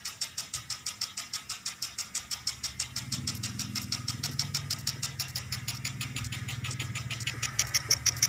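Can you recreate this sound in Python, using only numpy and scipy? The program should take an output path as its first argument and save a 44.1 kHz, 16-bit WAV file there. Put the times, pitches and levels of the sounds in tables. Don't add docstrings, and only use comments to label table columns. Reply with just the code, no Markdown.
import sys
import numpy as np
from scipy import signal
from scipy.fft import rfft, irfft
from scipy.io import wavfile

SR = 44100
rng = np.random.default_rng(int(sys.argv[2]) if len(sys.argv) > 2 else 0)


def ratio_of_db(decibels):
    return 10 ** (np.asarray(decibels, float) / 20)


def store_pcm(level_fs):
    pcm = np.round(np.clip(level_fs, -1, 1) * 32767).astype(np.int16)
    wavfile.write(sys.argv[1], SR, np.atleast_2d(pcm).T)


N = 365148

# t/s, pose (-1 in the dugout door, 0 ahead, 1 aside, 2 close)
MIC_TURN = [(0, -1.6), (2.3, -1), (3.3, -0.11), (4.4, -0.00036), (5.0, 0.2), (5.6, 0.46), (6.3, 0.88),
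            (7.2, 1.18), (7.55, 1.83), (8.28, 2.5)]
NEAR_BALANCE = [
    (-20.5, -17, -1.14, -4.5, -18.5),
    (-19.5, -11, -2.1, -8, -17),
    (-20.5, -12.5, -0.7, -11, -8),
    (-6.1, -2.3, -16.5, -14, -20),
    (-16.5, -12.5, -1.3, -8, -18.5),
]
# t/s, level/dB, order cancelled by the echo off the stands, load/dB
ENGINE_HEARD = [(2.1, -69, 5.1, -20), (2.85, -53, 5.6, -12.5), (3.15, -42.5, 5.0, -3),
                (3.36, -43, 7.0, -4.5), (3.75, -45, 7.0, -1), (4.05, -45, 8.0, -7.5), (4.26, -43, 6.0, -7),
                (4.65, -42, 5.8, -17.5), (5.0, -47, 5.0, -9.5), (5.18, -46, 5.2, -15),
                (5.36, -45, 6.0, -34), (5.7, -44.5, 5.0, -12.5), (6.1, -44, 4.7, -6), (6.6, -42, 4.2, -22),
                (7.1, -43, 4.5, -26), (7.45, -46, 5.0, -25), (7.8, -48.5, 4.1, -17),
                (8.25, -43.5, 5.0, -17)]


def rms_one(x):
    return x / np.sqrt(np.mean(x ** 2) + 1e-20)


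def filtered(x, order, hz, kind):
    return signal.sosfilt(signal.butter(order, hz, kind, fs=SR, output="sos"), x)


def in_time(rows):
    s, *columns = np.transpose(rows)
    return [np.interp(np.arange(N) / SR, s, c) for c in columns]


def by_pose(table, pose):
    poses = [-1, 0, .4, 1, 2]
    return [np.interp(pose, poses, c) for c in np.transpose(table)]


def at_hz(points, hz):
    f, level_db = np.transpose(points)
    return np.interp(np.log(hz), np.log(f), level_db)


def drift(rate):
    r = np.exp(-80 * np.pi * rate / SR)
    slow = signal.lfilter([1], [1, -2 * r, r * r], rng.standard_normal(N // 40 + 2002))[2000:]
    return np.interp(np.arange(N) / 40, np.arange(len(slow)), rms_one(slow))


def ring(clicks, hz, t60):
    r = ratio_of_db(-60 / (t60 * SR))
    w = 2 * np.pi * hz / SR
    return signal.lfilter([0, np.sin(w)], [1, -2 * r * np.cos(w), r * r], clicks + 1e-18)


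def third_octaves(low_hz, high_hz, whites):
    edges = low_hz * 2 ** np.arange(0, np.log2(high_hz / low_hz) + .2, 1 / 3)
    for k, (low, high) in enumerate(zip(edges, edges[1:])):
        yield np.sqrt(low * high), filtered(whites[k % 2], 2, [low, high], "band")


def marks(times, levels_db):
    out = np.zeros(N)
    at = np.round(np.asarray(times) * SR).astype(int)
    out[np.clip(at, 0, N - 1)] = ratio_of_db(levels_db)
    return out


def near_strokes():
    # t/s, peak level/dB
    walking = [(0.053, -20.5), (0.2147, -18.5), (0.379, -19.5), (0.5372, -20), (0.7012, -19.5),
               (0.8638, -21), (1.0145, -17.5), (1.1746, -20.5), (1.3355, -19), (1.498, -18.5),
               (1.6607, -19), (1.8234, -18.5), (1.9852, -19), (2.15, -19.5), (2.3123, -19), (2.472, -17.5),
               (2.6383, -17.5), (2.7992, -18.5), (2.9632, -16.5), (3.1232, -16), (3.275, -17.5),
               (3.4358, -17.5), (3.5932, -17), (3.756, -16.5), (3.9222, -16), (4.0817, -18)]
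    # t/s, peak level/dB
    panning = [(4.2369, -15.5), (4.3933, -15.5), (4.5461, -14.5), (4.7062, -15), (4.8718, -15.5),
               (5.031, -16), (5.1974, -16.5), (5.3575, -19.5), (5.5235, -18), (5.6811, -16.5),
               (5.8498, -17.5), (6.0095, -17), (6.1633, -20), (6.324, -20.5), (6.485, -23), (6.6438, -24.5),
               (6.7978, -21), (6.9533, -21), (7.108, -20.5), (7.2698, -16.5), (7.4301, -10), (7.593, -7.5),
               (7.7466, -8), (7.9099, -7), (8.0648, -5), (8.2272, -6)]
    s, peak_db = np.transpose(list(walking) + list(panning))
    lead_s = .0008
    return s - lead_s, peak_db, np.interp(s, *np.transpose(MIC_TURN))


def stroke_shape(train):
    # t/s after onset, level/dB
    crossing = [
        (-.008, -29.5),
        (-.001, -13.5),
        (.003, 1.5),
        (.007, -5),
        (.018, -6.5),
        (.026, -5),
        (0.029, -5.5),
        (.035, -30),
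        (.045, -40),
    ]
    s, level_db = np.transpose(crossing)
    shape = ratio_of_db(np.interp(np.arange(-.01, .05, 1 / SR), s, level_db))
    return signal.oaconvolve(train, shape)[int(.01 * SR):][:N]


def droplets(per_s, size_db):
    sizes = ratio_of_db(size_db * np.minimum(rng.exponential(1, N), 5)) * rng.choice([-1, 1], N)
    return rms_one(sizes * (rng.random(N) < per_s / SR))


def spits(s, peak_db, balance, turn):
    edges_hz = [1600, 2600, 4400, 6400, 9600, 15600]
    # f/Hz, level/dB per Hz
    ahead = [(760, -42), (1300, 3), (1640, -17.5), (2090, -15.5), (3170, -18.5), (4440, -8), (5480, 6),
             (6280, -13.5), (7280, -10.5), (8260, -13.5), (10200, -28), (11800, -15), (13800, -23.5),
             (14900, -28), (16000, -5)]
    # f/Hz, level/dB per Hz
    aside = [(760, -39), (1300, -57), (1640, -4), (2060, 8.5), (3040, -4), (4040, -17), (5040, -12.5),
             (6280, -42), (6830, -2.5), (7200, -5), (8000, -23), (11200, -8.5), (13000, -90), (15000, -6),
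             (16000, -25)]
    # f/Hz, level/dB per Hz
    close = [(760, -45), (1300, 4), (1400, -21), (2170, -8), (2570, -21.5), (4170, -28), (5540, 7),
             (6760, -18), (8000, -30), (9360, -34.5), (10800, -23.5), (12200, -29), (13700, -32),
             (15200, -25), (16000, -34)]
    hz = np.fft.rfftfreq(N, 1 / SR) + 1
    turn = np.clip(turn, 0, 2)
    drops = rfft(droplets(per_s=9000, size_db=2.5))
    colours = [irfft(drops * ratio_of_db(at_hz(c, hz)), N) for c in (ahead, aside, close)]
    scatter_db = 2.0 * rng.standard_normal((len(s), 5))
    out = 0
    for k, rel_db in enumerate(balance):
        bands = filtered(colours, 3, edges_hz[k:k + 2], "band")
        band = sum(np.clip(1 - abs(turn - j), 0, 1) * rms_one(b) for j, b in enumerate(bands))
        flutter = ratio_of_db(1.8 * drift(150))
        level_db = peak_db + rel_db + (k != 2) * scatter_db[:, k]
        out = out + band * flutter * stroke_shape(marks(s, level_db))
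    return out


def near_sprinkler(trim_db):
    s, peak_db, pose = near_strokes()
    return spits(s, peak_db + trim_db, by_pose(NEAR_BALANCE, pose), in_time(MIC_TURN)[0])


def clinks(trim_db):
    # f/Hz, level/dB re stroke, t60/s
    modes = [
        (5566, -16, .035),
        (3720, -27, .09),
        (1270, -29, .12),
    ]
    s, peak_db, pose = near_strokes()
    peak_db = peak_db + by_pose(NEAR_BALANCE, pose)[2] + trim_db
    chance = rng.standard_normal((len(s), 4))
    times = s + .058 + .0015 * chance[:, 3]
    shade_db = 6 * np.clip(pose, 0, 2)
    out = 0
    for k, (hz, db, t60) in enumerate(modes):
        level_db = peak_db + db - (k > 0) * shade_db + 1.0 * chance[:, k]
        out = out + ring(marks(times, level_db), hz, t60)
    return out


def far_sprinkler(trim_db):
    # t/s, peak level/dB
    strokes = [(3.349, -37.5), (3.815, -38), (4.3126, -40.5), (4.7844, -39.5), (5.281, -39), (5.747, -37),
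               (6.2425, -34), (6.7075, -33), (7.203, -34.5), (7.6676, -40), (8.1654, -36.5)]
    balance = [-17, -10.5, 2.1, -0.5, 0]
    s, peak_db = np.transpose(strokes)
    pose = np.interp(s, *np.transpose(MIC_TURN))
    aside = np.clip(1 - abs(pose - 1) / 0.74, 0, 1)
    shaded_top_db = balance[4] - 16.5 * aside
    return spits(s, peak_db + trim_db, list(balance[:4]) + [shaded_top_db], 0.032)


def ringing_noise():
    # f/Hz, width/Hz, level/dB
    resonances = [(1246, 200, 12.5), (2090, 600, 6), (2760, 22, 9), (3750, 83, 6), (4560, 100, 0),
                  (5160, 140, 8.5), (5800, 360, 6), (6020, 110, -8), (7200, 250, 6.5), (9300, 78, 3),
                  (9900, 460, -11.5), (13500, 620, -16), (14700, 600, 4)]
    hz = np.fft.rfftfreq(N, 1 / SR)
    colour_db = sum(db / (1 + (2 * (hz - f) / width) ** 2) for f, width, db in resonances)
    return irfft(rfft(rng.standard_normal((2, 2, N))) * ratio_of_db(colour_db), N)


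def field():
    # f/Hz, level/dB per Hz
    echo_colour = [(290, -44), (500, -9.5), (784, -3), (1080, -12), (1250, 49), (1360, -10), (3590, 0),
                   (4530, -12), (5630, -3), (16000, -16)]
    # f/Hz, t60/s
    echo_t60 = [(700, 0.38), (2000, 0.41), (5000, 0.39), (12000, 0.2)]
    # f/Hz, level/dB per Hz
    spray_colour = [(180, -42), (300, -6), (994, -7), (1280, -11.5), (1580, 5), (4230, -15), (5430, -4.5),
                    (10000, -6.5), (15000, -20), (16000, -26)]
    # echo level/dB, echo tilt/dB per octave, spray level/dB, spray tilt/dB per octave
    around = [
        (-41.5, 1.44, -52.5, -1.5),
        (-42.5, -0.3, -49.5, 0.1),
        (-43.5, -2, -51, -0.3),
        (-42, 0.5, -51.5, -2),
        (-50.5, -6, -43, -1.5),
    ]
    # wash f/Hz, wash level/dB, port level/dB
    grass_wash = [(2000, -1.9, 1), (2000, -2.5, 1.8), (2070, 3.5, 2), (2020, 5, -1.8), (1450, 3.5, 11.5)]
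    pose = in_time(MIC_TURN)[0]
    echo_db, echo_tilt, spray_db, spray_tilt = by_pose(around, pose)
    wash_hz, wash_db, port_db = by_pose(grass_wash, pose)
    power = stroke_shape(marks(near_strokes()[0], 0)) ** 2
    earlier_s = .108
    echo, spray, gust = 0, 0, drift(3.2)
    for hz, (a, b) in third_octaves(301.28, 16000, ringing_noise()):
        octaves = np.log2(hz / 3000)
        r = ratio_of_db(-120 / (at_hz(echo_t60, hz) * SR))
        hanging = 1.2 * r ** (earlier_s * SR)
        tail = np.sqrt(np.abs(signal.lfilter([.002], [1, -r], power, zi=[hanging])[0]))
        lift_db = port_db * np.exp(-(np.log2(hz / 5600) / .25) ** 2)
        echo_band_db = at_hz(echo_colour, hz) + lift_db + echo_tilt * octaves
        echo = echo + a * tail * ratio_of_db(echo_band_db + 2.88 * drift(18.5))
        washed_db = wash_db * np.exp(-(np.log2(hz / wash_hz) / 0.45) ** 2)
        spray_band_db = at_hz(spray_colour, hz) + washed_db + spray_tilt * octaves
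        spray = spray + b * ratio_of_db(spray_band_db + .8 * gust + 2.2 * drift(6))
    return ratio_of_db(echo_db) * rms_one(echo) + ratio_of_db(spray_db) * rms_one(spray)


def nearby(x, count):
    # delay/ms, sway/ms, gain
    bounces = [(.9, 0.1, 0.23), (1.7, 0.091, -0.079), (2.9, 0.14, 0.23), (4.6, 0.34, -0.47),
               (7.3, 0.16, 0.28), (11.1, 0.12, -0.11), (15.7, 0.184, 0.2)]
    at, out = np.arange(N), x
    for ms, sway, gain in bounces[:count]:
        delay = (ms + sway * drift(0.71)) * SR / 1000
        out = out + gain * np.interp(at - delay, at, x)
    return out


def engine():
    # t/s, firings/Hz
    speed = [(2.2, 17.6), (2.8, 17.6), (3.04, 18.3), (3.4, 19.95), (3.64, 20.28), (3.9, 19.85),
             (4.12, 20.1), (4.6, 20.2), (5.02, 20.0), (5.2, 19.15), (5.44, 17.95), (5.56, 18.0),
             (5.8, 18.8), (5.92, 18.95), (7.36, 18.85), (8.28, 18.55)]
    # order, level/dB re engine
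    strong = [(5, -2.5), (6, 0), (7, 0.2)]
    # order, level/dB
    weak = [(3, -75), (4, -54.5), (8, -61.5)]
    # f/Hz, width/Hz, level/dB
    pipe_modes = [(194, 27, -0.5), (243.8, 11.6, 1.1), (303, 110, -12)]
    per_s = in_time(speed)[0]
    phase = 2 * np.pi * np.cumsum(per_s) / SR + np.pi
    phase = phase + .03 * drift(5.)
    level_db, cancelled, load_db = in_time(ENGINE_HEARD)
    levels = []
    for order, db in strong:
        notch_db = -11 * np.exp(-((round(order) - cancelled) / 0.62) ** 2)
        levels.append((round(order), level_db + db + notch_db))
    for order, db in weak:
        levels.append((round(order), db + 0.17 * (level_db + 39)))
    boom = sum(ratio_of_db(db + 3 + .7 * drift(4.)) * np.cos(k * phase + .3 * drift(1.5)) for k, db in levels)
    bark = 0
    for k in range(9, 18):
        pipe = sum(ratio_of_db(db) / (1 + ((k * per_s - hz) / width) ** 2) ** 1.27 for hz, width, db in pipe_modes)
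        bark = bark + pipe * ratio_of_db(1.5 * drift(2.)) * np.cos(k * phase + 1.2 * drift(.9))
    fade_in = np.clip((np.arange(N) / SR - 2.0) / 0.36, 0, 1)
    return fade_in * (boom + ratio_of_db(level_db + load_db - 2.0) * bark)


def rumble():
    # f/Hz, level/dB per Hz
    colour = [(15, -62), (25, -11), (56, -22), (91, 3.5), (168, -0.5), (248, -5), (361, -19), (389, -18.5),
              (500, -12), (650, -48), (1100, -120)]
    bands = third_octaves(24.76, 500, rng.standard_normal((2, N)))
    bass = rms_one(sum(b * ratio_of_db(at_hz(colour, hz) + 2.0 * drift(2.8)) for hz, b in bands))
    town_db, engine_db = -58.5, in_time(ENGINE_HEARD)[0] - 5
    return np.hypot(ratio_of_db(town_db), ratio_of_db(engine_db)) * bass


def wind():
    # t/s, peak level/dB, length/s
    gusts = [(0.015, -64, 0.07), (0.415, -64, 0.037), (0.586, -56.5, 0.062), (0.725, -61, 0.053),
             (1.2, -66, .1), (1.5, -57, 0.089), (2.232, -58, 0.093), (2.835, -63, 0.35), (3.62, -65, 0.09),
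             (3.955, -65, .2), (4.715, -60, 0.073), (5.53, -61, 0.26), (6.243, -53, 0.1), (6.55, -56, 0.09),
             (7.536, -51.5, 0.29), (7.97, -49, 0.18), (8.16, -54, 0.055)]
    t = np.arange(N) / SR
    puffs = ratio_of_db(-70.5)
    for s, db, length in gusts:
        puffs = puffs + ratio_of_db(db) * np.exp(-(2 * (t - s) / length) ** 2)
    turbulence = rms_one(filtered(rng.standard_normal(N), 3, [58, 125], "band"))
    return puffs * ratio_of_db(5.5 + 3.2 * drift(3.5)) * turbulence


def bumps():
    # t/s, peak level/dB, f/Hz
    shifts = [(4.283, -45, 280), (4.95, -49, 304), (6.147, -48, 283), (6.697, -48, 326),
              (6.812, -48.5, 338), (7.335, -47.5, 350), (7.423, -57, 372), (7.886, -45.5, 465),
              (8.079, -54, 447)]
    t, out = np.arange(int(.08 * SR)) / SR, np.zeros(N + SR)
    swell = (t / 0.0071) * np.exp(1 - t / 0.0096)
    for (s, peak_db, hz), rub in zip(shifts, rng.standard_normal((len(shifts), len(t)))):
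        out[int(s * SR):][:len(t)] += ratio_of_db(peak_db + 1.5) * rms_one(ring(rub, hz, 0.013)) * swell
    return filtered(out[:N], 2, 220, "high")


def floor():
    # f/Hz, level/dB
    mains = [(198, -66), (248, -73.5)]
    t = np.arange(N) / SR
    hum = sum(ratio_of_db(db - 1 + 5.1 * drift(3.5)) * np.sin(2 * np.pi * hz * t) for hz, db in mains)
    hiss = filtered(ringing_noise()[0, 0], 2, 7000, "high")
    return hum + ratio_of_db(-63) * rms_one(hiss)


def scene():
    direct = near_sprinkler(trim_db=-5.5) + far_sprinkler(trim_db=-1.0) + clinks(trim_db=-5.5)
    water = ratio_of_db(-2.1) * nearby(direct, count=3) + ratio_of_db(-4.0) * nearby(field(), count=7)
    return (water + engine() + rumble() + wind() + floor() + bumps())[None]


def low_pass(x):
    return signal.sosfilt(signal.butter(12, 16780, fs=SR, output="sos"), x)


def record(dry):
    top_cut = signal.cheby2(16, 50, 15950, fs=SR, output="sos")
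    return low_pass(signal.sosfilt(top_cut, dry))


dry = scene()
out = record(dry)
store_pcm(out)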